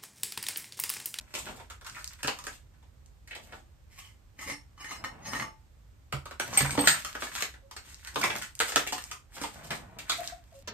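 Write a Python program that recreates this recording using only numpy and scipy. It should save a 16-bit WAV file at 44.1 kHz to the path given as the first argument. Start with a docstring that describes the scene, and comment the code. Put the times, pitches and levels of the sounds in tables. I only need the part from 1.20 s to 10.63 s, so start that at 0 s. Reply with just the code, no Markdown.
"""Handling suspension parts on a workbench

Metal parts knock, skid and scuff on a wooden bench: short noise bursts, slides and wooden thumps.
A steel collar rasps down a strut tube, a nut clinks and a damper clanks: fading sine tones ring the metal.
A loose hose scuffs along, grit crackles and tight parts squeak in a small, cluttered workshop.
A low rumble of filtered noise lies under everything."""
import sys
import numpy as np
from scipy import signal
from scipy.fft import rfft, irfft, next_fast_len
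from scipy.io import wavfile
from scipy.ndimage import uniform_filter1d

SR = 44100
rng = np.random.default_rng(int(sys.argv[2]) if len(sys.argv) > 2 else 0)


def unload_audio(sound):
    """Save the sound as a 16-bit wav file, at the path given as the first command line argument."""
    columns = np.transpose(np.atleast_2d(sound))
    # keep every value between -1 and 1, then stretch to whole-number steps
    steps = np.round(np.clip(columns, -1, 1) * 32767)
    wavfile.write(sys.argv[1], SR, steps.astype(np.int16))


N = 415863
TIME = np.arange(N) / SR  # clock of the whole scene, in s
RING = np.arange(SR // 2) / SR  # half-second clock of a single hit, in s

# parts and sleeves sliding over the bench, relative levels:
# (start t/s, length/s, grit level/dB, dull rubbing level/dB)
SLIDES = [(0.0, 0.013, -60, -58), (0.106, 0.069, -58.5, -63), (0.249, 0.14, -55, -51.5),
          (0.714, 0.066, -53, -59.5), (0.872, 0.14, -58, -89), (1.069, 0.26, -57, -59.5),
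          (2.242, 0.12, -63.5, -57.5), (3.731, 0.28, -78, -50.5), (4.08, 0.15, -75, -43.5),
          (5.25, 0.085, -52, -47.5), (5.345, 0.1, -41.5, -49), (5.445, 0.11, -47, -47.5),
          (5.586, 0.097, -51, -36.5), (5.664, 0.08, -39, -53), (5.783, 0.17, -56, -61.5),
          (6.018, 0.074, -45, -60.5), (6.13, 0.0735, -43, -57), (6.654, 0.067, -58.5, -64.5),
          (6.83, 0.033, -52.5, -69), (6.958, 0.04, -52.5, -49), (7.027, 0.06, -50, -45),
          (7.157, 0.071, -46, -55), (7.43, 0.113, -47.5, -62), (7.66, 0.25, -57.5, -63),
          (8.167, 0.081, -50.5, -48.5), (8.342, 0.21, -55.5, -46.5), (8.582, 0.25, -79, -52),
          (8.888, 0.0072, -49.5, -72), (8.924, 0.16, -49.5, -56), (9.146, 0.33, -69.5, -70.5)]


def knocks(swell_db=-16):
    """A few milliseconds of soft noise swell into each blow; it bounces once; light blows chatter longer."""
    # parts knocking on the bench; hard contacts click, soft ones sound the wood:
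    # (t/s, level/dB, hardness/dB, clack f/Hz)
    blows = [(0.14, -32.5, 1, 3020), (0.151, -30, 1, 2730), (0.176, -38, -11, 1200), (0.288, -36, -20, 760),
             (0.399, -41.5, -15, 820), (0.612, -46.5, 1, 1480), (0.647, -44, 15, 1295),
             (0.793, -44.5, 5, 1285), (1.031, -28.5, 10, 2200), (1.046, -26.5, -17, 1400),
             (1.075, -30.5, -10, 1020), (1.080, -21, -8.5, 2200), (1.188, -38.5, 17, 1120),
             (1.241, -43.5, 6, 1210), (1.268, -31, 3, 1390), (1.538, -62.5, -10, 1620),
             (1.627, -57, -7, 895), (4.926, -24, -10.5, 1160), (5.057, -35.5, -7.5, 1150),
             (5.111, -35.5, -9, 1310), (5.199, -22, -1.5, 1540), (5.329, -34, -12, 1140),
             (5.374, -24, 20, 2090), (5.408, -22.5, -5, 1700), (5.577, -20, -24, 905),
             (5.592, -19.5, -21, 734), (5.640, -27, -21, 1305), (5.674, -9.5, 18, 1530),
             (5.848, -28.5, 12, 1280), (5.952, -28.5, -14, 1370), (6.022, -25.5, -21, 1500),
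             (6.163, -33.5, 20, 1320), (6.207, -30, 20, 1280), (6.223, -23.5, 0.5, 1830),
             (6.339, -45.5, -8.5, 1610), (6.512, -41, 9, 980), (6.565, -38.5, 9, 1450),
             (6.574, -45, 1, 2310), (6.873, -36.5, 23, 1760), (6.959, -21.5, -15, 1190),
             (7.014, -26, 0, 1510), (7.039, -19, -2, 1180), (7.043, -30.5, -2, 1950), (7.1, -26, -12, 1510),
             (7.104, -24.5, -18, 1880), (7.129, -36, -12.5, 1900), (7.154, -29, -6, 1540),
             (7.222, -32, 14, 1810), (7.402, -17, -0.5, 1340), (7.409, -22.5, -9, 1720),
             (7.491, -32, -18, 1330), (7.521, -29, -1, 1480), (7.560, -14.5, -4, 1440),
             (7.57, -25.5, -16, 1440), (7.595, -30, -3, 2200), (7.667, -33, -3, 1840),
             (7.674, -29.5, 9, 2630), (7.724, -27.5, -1, 990), (7.73, -28, 15, 838),
             (7.781, -34.5, 7, 1550), (7.914, -32.5, 13, 1230), (8.215, -33.5, 16, 1030),
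             (8.237, -27, -4, 1000), (8.897, -22, 9, 1230), (8.92, -27.5, 2, 2000)]
    firm_db, firm_decay_s = -25.5, 0.0025
    tenfold_db = 59.5  # a blow this much lighter gets ten times the decay time
    bounce_s, bounce_db, bounce_hardness_db = 0.012, -23, -23  # delay and changes of the softer second touch
    lead_s = 0.004
    out = np.zeros(N)
    lead = np.linspace(0, 1, int(lead_s * SR))
    for s, db, hardness_db, hz in blows:
        decay_s = firm_decay_s * 10 ** ((firm_db - db) / tenfold_db)
        add(out, s, contact(db, hardness_db, hz, decay_s))
        bounce = contact(db + bounce_db, hardness_db + bounce_hardness_db, hz, decay_s)
        add(out, s + bounce_s, bounce)
        soft_noise = band(rng.standard_normal(len(lead)), 900, 7000, order=1)
        add(out, s - lead_s, unit(soft_noise) * lead * undb(db + swell_db))
    return out


def skids():
    """A nudged part grates for a moment before it comes to rest."""
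    # parts that skid briefly: (t/s, level/dB, hardness/dB, clack f/Hz)
    nudges = [(0.265, -36, -28, 1390), (0.5, -40, 13, 1380), (0.665, -37, 27.5, 1320),
              (2.075, -47.5, 12, 1960), (2.109, -46.5, -5, 2330), (2.151, -38, -2, 2440),
              (2.323, -39.5, -31, 1490), (8.166, -38.5, -2, 1390), (8.506, -27, -4.5, 1840),
              (8.787, -36.5, 11, 2760)]
    out = np.zeros(N)
    for s, db, hardness_db, hz in nudges:
        add(out, s, contact(db, hardness_db, hz, decay_s=0.012))
    return out


def contact(db, hardness_db, hz, decay_s, click_share_db=-7, clack_share_db=-6, body_share_db=-11):
    """Click, pitched clack and slower wooden body; hardness shares the energy between click and body."""
    hard = undb(hardness_db)
    width = np.clip(0.21 * hz / 1400, .1, .7)  # small, high-pitched contacts are the most damped
    pitched = unit(band(burst(decay_s), hz / (1 + width), hz * (1 + width)))
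    broad = unit(band(burst(decay_s), 780, 3400))
    clack = blow(pitched + undb(-2.5) * broad, db + clack_share_db)
    edge = blow(click(decay_s), db + click_share_db)
    body = blow(band(burst(3 * decay_s), 215, 1000, order=3), db + body_share_db)
    return clack + (hard * edge + body) / np.hypot(1, hard)


def click(decay_s, tick_db=15):
    """The bright first touch of a hard edge."""
    touch = undb(tick_db) * (RING == 0) + burst(0.56 * decay_s) + undb(-33.5) * burst(0.011)
    return band(band(touch, 2200, 11000, order=1), 2100, 12000)


def burst(decay_s):
    """Micro-collisions that die away as two surfaces settle; they favour no pitch."""
    fade = np.exp(-RING / max(decay_s, 1 / SR))
    spectrum = rfft(rng.standard_normal(len(RING)) * fade)
    # give all pitches equal strength, then fade again because this smears the noise in time
    even = irfft(spectrum / (np.abs(spectrum) + 1e-12), len(RING)) * fade ** .25
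    return even * np.sqrt(np.sum(fade ** 2) / np.sum(even ** 2))


def strut(crack_db=-5, jerk_db=3, catch_db=-3):
    """The collar rasps along its thread in jerks and knocks; the tube rings differently as contact moves."""
    # turns of the collar on its thread: (start t/s, length/s, rasp level/dB, tube ring level/dB)
    turns = [(2.72, 0.076, -59, -84), (2.789, 0.026, -55, -67), (2.85, 0.047, -62.5, -72),
             (3.195, 0.044, -49, -50.5), (3.283, 0.017, -42, -42.5), (3.608, 0.036, -52, -48.5),
             (3.694, 0.044, -45, -45), (4.058, 0.17, -49.5, -46.5)]
    # the collar knocking on the tube: (t/s, level/dB, favoured f/Hz, ring length factor)
    collar_knocks = [(3.19, -45, 2350, 0.85), (3.299, -35.5, 2030, 0.6), (3.322, -44.5, 5370, 0.77),
                     (3.578, -53, 1200, 1.33), (3.645, -40, 1860, 1), (3.709, -40, 2100, 0.65),
                     (3.84, -37, 1190, 0.62), (3.845, -32.5, 1870, 0.76), (4.057, -45, 875, 1.1),
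                     (4.133, -31.5, 1210, 0.53), (4.15, -36, 1840, 1.1), (4.198, -32.5, 2130, 1.16),
                     (4.223, -34.5, 1157, 0.92), (4.234, -58, 5300, 1.4)]
    # ringing tones of the tube before the grip changes them: (f/Hz, relative level/dB, 60 dB fade time/s)
    tube = [(294, -4, 0.05), (537, -6.5, 0.1), (875, -7, 0.4), (1157, -1.5, 0.093), (1261, 0, 0.074),
            (1802, -8.5, 0.091), (1853, -1, 0.092), (2066, 1.5, 0.065), (2130, 1.5, 0.062),
            (2300, -6, 0.055), (2960, -3, 0.083), (4255, -1, 0.036), (5300, -11.5, 0.17), (5490, -1, 0.057),
            (6490, -2, 0.042), (9490, -4, 0.049)]
    # tone colour of the rasp: (f/Hz, relative level/dB)
    rasp_colour = [(200, -15), (450, -39), (700, -11), (1100, -1), (1500, -9.5), (2050, 5.5), (2500, 0.5),
                   (3050, -2.5), (3600, -9), (5400, -5.5), (7500, -6), (9500, -6), (13500, -14),
                   (16000, -35)]
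    shape = dict(attack_s=0.045, build_db=2.5, release_s=0.061)
    catches = unit(slips(rate=130, spread_db=0.0))  # burrs on the thread make it stutter
    grating = unit(unit(slips(rate=1500, spread_db=1.0)) + undb(catch_db) * catches)
    grating = grating * undb(jerk_db * walk(45))
    rasp_gain = effort([stroke(s, length_s, db, **shape) for s, length_s, db, _ in turns])
    ring_gain = effort([stroke(s, length_s, db, **shape) for s, length_s, _, db in turns])

    def held_tube(grip_ring=0.55, grip_detune=0.014):
        """The hand damps the tube and shifts its tones a little."""
        modes = [(hz * (1 + grip_detune * rng.standard_normal()), db, t60 * grip_ring)
                 for hz, db, t60 in tube]
        return unit(ring(modes, scatter_db=9.0)) / np.sqrt(len(RING))

    rasp = rasp_gain * unit(colour(grating, rasp_colour))
    out = rasp + shifting(grating * ring_gain, held_tube, size=1300)[0]
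    for s, db, focus_hz, free in collar_knocks:
        modes = favoured(tube, focus_hz, free, focus_db=11.5)
        rung = signal.fftconvolve(burst(0.0019), ring(modes, scatter_db=2.0))[:len(RING)]
        crack = band(burst(0.0037), 810, 1850, order=1)
        add(out, s, blow(rung, db) + blow(crack, db + crack_db))
    return out


def clinks():
    """The nut rings very high and flutters as it rocks; a grazing touch lets the ring swell more slowly."""
    # a small steel nut clinking and rattling: (t/s, level/dB, swell time constant/s)
    touches = [(5.374, -14.5, 0.0005), (5.418, -28, 0.0012), (5.458, -37.5, 0.002), (5.508, -37.5, 0.0012),
               (5.524, -40.5, 0.0017), (5.546, -45.5, 0.0018), (5.592, -32.5, 0.0025), (5.607, -25, 0.0016),
               (5.643, -34, 0.004), (5.679, -28, 0.00076), (5.70, -30.5, 0.0018), (5.716, -31, 0.002),
               (5.734, -34.5, 0.001), (6.563, -57, 0.00077)]
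    # its ringing tones: (f/Hz, relative level/dB, 60 dB fade time/s)
    nut = [(8364, -21, .33), (8376, 0, .1), (9550, -30, .25), (12300, -21, .1), (13940, -22, .11),
           (14160, -21, .14)]
    flutter_db, flutter_per_s = 2, 140
    out = np.zeros(N)
    for s, db, swell_s in touches:
        swell = 1 - np.exp(-RING / max(swell_s, 1 / SR))
        flutter = undb(flutter_db * walk(flutter_per_s)[:len(RING)])
        add(out, s, blow(ring(nut) * swell * flutter, db))
    return out


def damper(tick_db=-9):
    """The damper's steel end chatters on metal: each touch is a tiny click and a short pitched clank."""
    # the steel end meeting other metal: (t/s, level/dB, favoured f/Hz, ring length factor)
    hits = [(5.331, -37, 1100, 1.5), (5.352, -39, 1100, 1), (5.374, -33, 784, 1.2), (5.379, -26, 2240, 1.3),
            (5.392, -29.5, 2330, 1), (5.407, -23.5, 1733, 0.85), (5.452, -33.5, 1532, 0.71),
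            (5.456, -30.5, 955, 0.8), (5.462, -35.5, 2310, 0.64), (5.495, -32.5, 1518, 0.73),
            (5.508, -35, 2300, 1.1), (5.553, -32, 955, 1.1), (5.589, -33.5, 4400, 0.65),
            (5.676, -22.5, 1350, 0.68), (6.071, -38.5, 1717, 0.77), (6.16, -38.5, 1350, 0.98),
            (6.226, -35.5, 1717, 1), (6.565, -43, 4420, 1)]
    # its ringing tones before the ring length factor: (f/Hz, relative level/dB, 60 dB fade time/s)
    steel_end = [(786, 0, 0.055), (955, -1, 0.048), (1100, -3, 0.055), (1350, -4, 0.06), (1518, -2, 0.05),
                 (1717, -1, 0.055), (2190, 0, 0.06), (2310, -1, 0.055), (2772, -2, 0.035), (4150, -6, 0.05),
                 (4390, -7, 0.12), (4581, -8, 0.1), (5100, -5, 0.05)]
    out = np.zeros(N)
    for s, db, focus_hz, free in hits:
        clank = ring(favoured(steel_end, focus_hz, free, focus_db=17.5), scatter_db=2.0)
        add(out, s, blow(clank, db) + blow(click(0.001), db + tick_db))
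    return out


def ring(modes, scatter_db=0):
    """Fading tones of a struck body; each place of contact weights them a little differently."""
    total = 0
    for hz, db, t60 in modes:
        gain = undb(db + scatter_db * rng.standard_normal())
        fade = np.exp(-np.log(1000) * RING / t60)
        total = total + gain * np.sin(2 * np.pi * hz * RING) * fade
    return total


def favoured(modes, focus_hz, free, focus_db, focus_octaves=0.1):
    """The touched spot favours tones near focus_hz; a looser grip (larger free) lets all ring longer."""
    def boost_db(hz):
        return focus_db * np.exp(-(np.log2(hz / focus_hz) / focus_octaves) ** 2)
    return [(hz, db + boost_db(hz), t60 * free) for hz, db, t60 in modes]


def thumps():
    """A long soft push moves only the lowest bench tones, a short one all; deep bass radiates weakly."""
    # weight landing on the bench top: (t/s, level/dB, push length/s)
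    landings = [(1.046, -36, 0.0039), (1.078, -54, 0.0009), (3.317, -42.5, 0.0025), (3.909, -49.5, 0.009),
                (4.937, -31.5, 0.00494), (5.408, -30.5, 0.00558), (5.430, -27.5, 0.0049),
                (5.58, -20.5, 0.00082), (6.963, -33.5, 0.0012), (7.565, -33.5, 0.00074),
                (7.728, -40, 0.0006), (8.215, -38, 0.001)]
    # ringing tones of the bench: (f/Hz, relative level/dB, 60 dB fade time/s)
    bench = [(54, -4, 0.5), (77.72, -8, 0.83), (139.2, -1, 0.26), (152.5, -16, .12), (288.6, 5, 0.21),
             (327, -0.5, 0.061), (418, -16, .12), (482, 2.5, 0.17), (562, 1.5, 0.12), (826, -4, .1),
             (934, -11.5, 0.09)]
    out = np.zeros(N)
    for s, db, push_s in landings:
        push = np.sin(np.pi * np.minimum(RING / push_s, 1))
        board = signal.fftconvolve(push, ring(bench))[:len(RING)]
        add(out, s, blow(band(board, 130, 2000, order=2), db))
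    return out


def ticks(decay_s=0.0009, low_hz=3600):
    """Thin bright clicks, alone or at the first touch of a knock."""
    # thin bright clicks: (t/s, level/dB)
    touches = [(0.698, -43), (0.844, -36), (0.877, -37.5), (1.075, -32), (1.079, -43), (1.24, -44.5),
               (1.861, -58), (5.508, -34), (5.731, -33.5), (6.224, -32), (6.745, -44.5), (6.946, -47),
               (7.017, -33), (7.185, -41), (7.353, -43), (7.392, -33), (7.560, -20.5), (7.840, -39),
               (8.903, -30.5), (9.076, -33.5)]
    out = np.zeros(N)
    for s, db in touches:
        add(out, s, blow(band(click(decay_s), low_hz, 11000, order=1), db))
    return out


def scuffing(grit_db=-6, rub_db=-4, jerk_db=5.5, rattle_db=-6):
    """Halting, gritty slides of metal and hose, loose parts rattling, dull rub of hands and sleeves."""
    # tone colour of the gritty slide: (f/Hz, relative level/dB)
    grit_colour = [(300, -23.5), (700, -11), (1400, -17.5), (2200, 0), (3200, 1), (5500, -2.5),
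                   (8000, -0.5), (13500, -8.5), (16000, -29)]
    # tone colour of the dull rub: (f/Hz, relative level/dB)
    rub_colour = [(60, -8.5), (110, 7), (180, 2), (300, 0), (400, -9.5), (700, -4), (1200, -10.5),
                  (2500, -20), (8000, -54)]
    shape = dict(attack_s=0.08, build_db=2.5, release_s=0.1)
    grit = unit(colour(slips(rate=710, spread_db=1), grit_colour))
    rub = unit(colour(slips(rate=550, spread_db=3.0), rub_colour))
    rattle_hits = signal.fftconvolve(slips(rate=45, spread_db=2.5), burst(0.0056))[:N]
    rattle = unit(band(rattle_hits, 980, 2300))
    grit_gain = effort([stroke(s, length_s, db, **shape) for s, length_s, db, _ in SLIDES])
    rub_gain = effort([stroke(s, length_s, db, **shape) for s, length_s, _, db in SLIDES])
    jerky_grit = grit * undb(grit_db + jerk_db * walk(60))
    return grit_gain * (jerky_grit + rattle * undb(rattle_db)) + rub * rub_gain * undb(rub_db)


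def crackle(crackle_db=-8, crumbs_per_s=39, lowest_hz=2000, spread_db=20.5):
    """Crumbs of grit snap under the sliding parts, each with its own pitch."""
    out = np.zeros(N)
    for s, length_s, db, _ in SLIDES:
        for when, size, pitch in rng.random((int(length_s * crumbs_per_s) + 1, 3)):
            centre_hz = lowest_hz * 2 ** (2 * pitch)  # up to two octaves above the lowest
            snap = band(RING[:SR // 50] == 0, centre_hz / 2, centre_hz * 2, order=1)
            add(out, s + when * length_s, blow(snap, db + crackle_db + spread_db * size ** 2))
    return out


def scrapes(attack_s=0.0058, build_db=-5, release_s=0.034):
    """Steel catching on steel or board: dense slips in one rough resonance, weakening as they go."""
    # scrapes: (start t/s, length/s, level/dB, resonance f/Hz, half-width as a fraction of f)
    catches = [(0.498, 0.028, -60, 1500, 0.17), (0.659, 0.04, -54.5, 1420, 0.15),
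               (0.75, 0.017, -51, 2280, 0.13), (0.767, 0.019, -48, 1380, 0.27),
               (2.11, 0.022, -46.5, 2190, 0.32), (2.787, 0.088, -65, 3060, 0.04),
               (5.335, 0.019, -42, 6040, 0.15), (5.673, 0.0095, -23.5, 3600, 0.34),
               (7.031, 0.014, -31.5, 2100, 0.14), (8.896, 0.017, -32.5, 3740, 0.084),
               (8.953, 0.036, -55, 3870, 0.04), (9.055, 0.027, -51.5, 3800, 0.04)]
    out = np.zeros(N)
    for s, length_s, db, hz, width in catches:
        grating = unit(band(slips(rate=2500, spread_db=3.0), hz / (1 + width), hz * (1 + width)))
        out += grating * effort([stroke(s, length_s, db, attack_s, build_db, release_s)])
    return out


def slips(rate, spread_db):
    """Stick-slip: random tiny clicks of uneven size, about rate per second."""
    size = undb(spread_db * np.minimum(rng.exponential(size=N), 4))
    return (rng.random(N) < rate / SR) * size * rng.choice([-1, 1], N)


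def stroke(s, length_s, db, attack_s, build_db, release_s, fade_db=28):
    """Level curve of one movement: it sets in, changes by build_db as it goes, and lets go."""
    end = s + length_s
    return [(s - attack_s, db - fade_db), (s, db - build_db / 2),
            (end, db + build_db / 2), (end + release_s, db - fade_db)]


def effort(spans):
    """Gain along level curves, silent between them."""
    gain = np.zeros(N)
    for rows in spans:
        times, db = np.transpose(rows)
        during = slice(*np.searchsorted(TIME, [times[0], times[-1]]))
        gain[during] += undb(np.interp(TIME[during], times, db))
    return gain


def walk(rate):
    """A random level, spread near 1, that glides to a new value every 1 / rate s."""
    size = int(SR / rate)
    steps = np.repeat(rng.standard_normal(N // size + 1), size)
    return 1.22 * uniform_filter1d(steps, size)[:N]  # 1.22 makes up for the smoothing


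def squeaks(waver=0.0093, overtone_db=-22, sag=0.012):
    """Rubbing parts lock briefly into a thin, nearly steady tone."""
    # short squeaks: (t/s, length/s, mean f/Hz, level/dB)
    tones = [(6.416, 0.064, 547.3, -61.5), (8.981, 0.026, 678, -36.5), (9.004, 0.021, 690, -37.5),
             (9.03, 0.022, 686, -57), (9.119, 0.022, 703, -42), (9.319, 0.018, 665, -56),
             (9.323, 0.085, 547, -56)]
    out = np.zeros(N)
    for s, length_s, hz, db in tones:
        count = int(length_s * SR)
        drift = unit(uniform_filter1d(rng.standard_normal(len(RING)), SR // 200))[:count]
        pitch_hz = hz * (1 + waver * drift + sag * np.linspace(.5, -.5, count))
        phase = 2 * np.pi * np.cumsum(pitch_hz) / SR
        tone = np.sin(phase) + undb(overtone_db) * np.sin(2 * phase)
        add(out, s, blow(signal.windows.tukey(count, .7) * tone, db))
    return out


def rumble(level_db=-52.5):
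    """Steady low rumble of the building with a trace of hiss: noise shaped by frequency."""
    # tone colour of the rumble: (f/Hz, relative level per Hz/dB)
    rumble_colour = [(15, -31.5), (25, -4.5), (62, 5.5), (131, -8), (163, -15.5), (450, -27.5),
                     (558, -26.5), (709, -31.5), (769, -29.5), (1760, -35), (2850, -39), (12800, -46.5),
                     (15000, -51.5)]
    sides = [colour(side, rumble_colour) for side in ports(N, apart_hz=205)]
    return undb(level_db) * unit(np.array(sides))


def workshop(x, wet_db=0, count=0):
    """Direct sound, count samples later on the left, with echoes of bench, clutter and room mixed in."""
    early_t60_s, early_db = 0.18, -5.5  # bench and clutter
    room_t60_s, room_db = 0.23, 4.5
    swell = 1 - np.exp(-RING / 0.00054)
    early = np.exp(-np.log(1000) * RING / early_t60_s) * swell
    late = np.exp(-np.log(1000) * RING / room_t60_s) * swell
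    fade = np.hypot(undb(early_db) * unit(early), undb(room_db) * unit(late)) / np.sqrt(len(RING))

    def response():
        """One source position's path to both microphones."""
        path = unit(ports(len(RING), apart_hz=340)) * fade * undb(wet_db)
        path[[0, 1], [count, 0]] += 1  # the direct sound
        return path
    return shifting(x, response, size=SR // 3)


def ports(count, apart_hz):
    """Diffuse noise at two close microphones: alike in the bass, unrelated in the treble."""
    mid, side = rng.standard_normal((2, count))
    side = 0.92 * signal.sosfilt(signal.butter(1, apart_hz, "high", fs=SR, output="sos"), side)
    return np.array([mid + side, mid - side])


def shifting(x, response, size):
    """Convolve with a path drawn anew every size samples, as the point of contact moves."""
    out = np.zeros((len(np.atleast_2d(response())), N))
    for start in range(0, N, size):
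        piece = x[start:start + size]
        if piece.any():
            for track, path in zip(out, np.atleast_2d(response())):
                add(track, start / SR, signal.fftconvolve(piece, path))
    return out


def lean(left_db):
    """Channel gains that favour the left by left_db."""
    return undb(np.array([[left_db], [-left_db]]) / 2)


def undb(db):
    """Decibels to gain."""
    return 10 ** (np.asarray(db) / 20)


def unit(x):
    """Scale to rms (average strength) 1."""
    return x / np.sqrt(np.mean(x ** 2))


def blow(x, db):
    """Scale a hit so that its loudest 10 ms have this rms level."""
    return x * undb(db) / np.sqrt(uniform_filter1d(x ** 2, SR // 100).max())


def add(track, s, x):
    """Mix x into the track from time s on."""
    start = max(int(s * SR), 0)
    track[start:start + len(x)] += x[:max(N - start, 0)]


def band(x, lo_hz, hi_hz, order=2):
    """Keep only the pitches between two limits."""
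    limits = [lo_hz, min(hi_hz, SR / 2 - 100)]
    return signal.sosfilt(signal.butter(order, limits, "band", fs=SR, output="sos"), x)


def colour(x, points):
    """Shape a sound by (f/Hz, level/dB) points."""
    hz, db = np.transpose(points)
    size = next_fast_len(len(x))
    bins = np.arange(size // 2 + 1) * SR / size
    gain = undb(np.interp(np.log(bins + 1), np.log(hz), db))
    return irfft(rfft(x, size) * gain, size)[:len(x)]


def scene():
    """All but the rumble share the room; light and ringing sounds are more direct, bass leans right."""
    handling = workshop(knocks() + skids() + scuffing() + scrapes(), wet_db=-1, count=4)
    collar = workshop(strut(), wet_db=-3, count=3)
    light = workshop(ticks() + crackle() + damper(), wet_db=-9, count=3)
    rings = workshop(clinks(), wet_db=-15)
    squeaking = workshop(squeaks(), wet_db=-2.5, count=3)
    bench_bass = lean(-4.5) * workshop(thumps(), wet_db=-15, count=6)
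    background = lean(-2.5) * rumble()
    return handling + collar + light + rings + squeaking + bench_bass + background


def record(dry):
    """The microphone sheds deep bass and has a treble notch; loud peaks are rounded and the top is cut."""
    # tone colour of the microphone: (f/Hz, level/dB)
    microphone = [(22, -21.0), (40, -3.5), (6000, 0.5), (7700, 2.5), (9200, 0.5), (9900, -6.5),
                  (10500, -22.0), (11400, -2.0), (12500, 1.5), (14300, 1.5), (15000, -6.0), (16000, -24.0)]
    top_hz = 16400
    heard = np.tanh(np.array([colour(side, microphone) for side in dry]))
    return signal.sosfilt(signal.ellip(8, .2, 70, top_hz, fs=SR, output="sos"), heard)


dry = scene()
out = record(dry)
unload_audio(out)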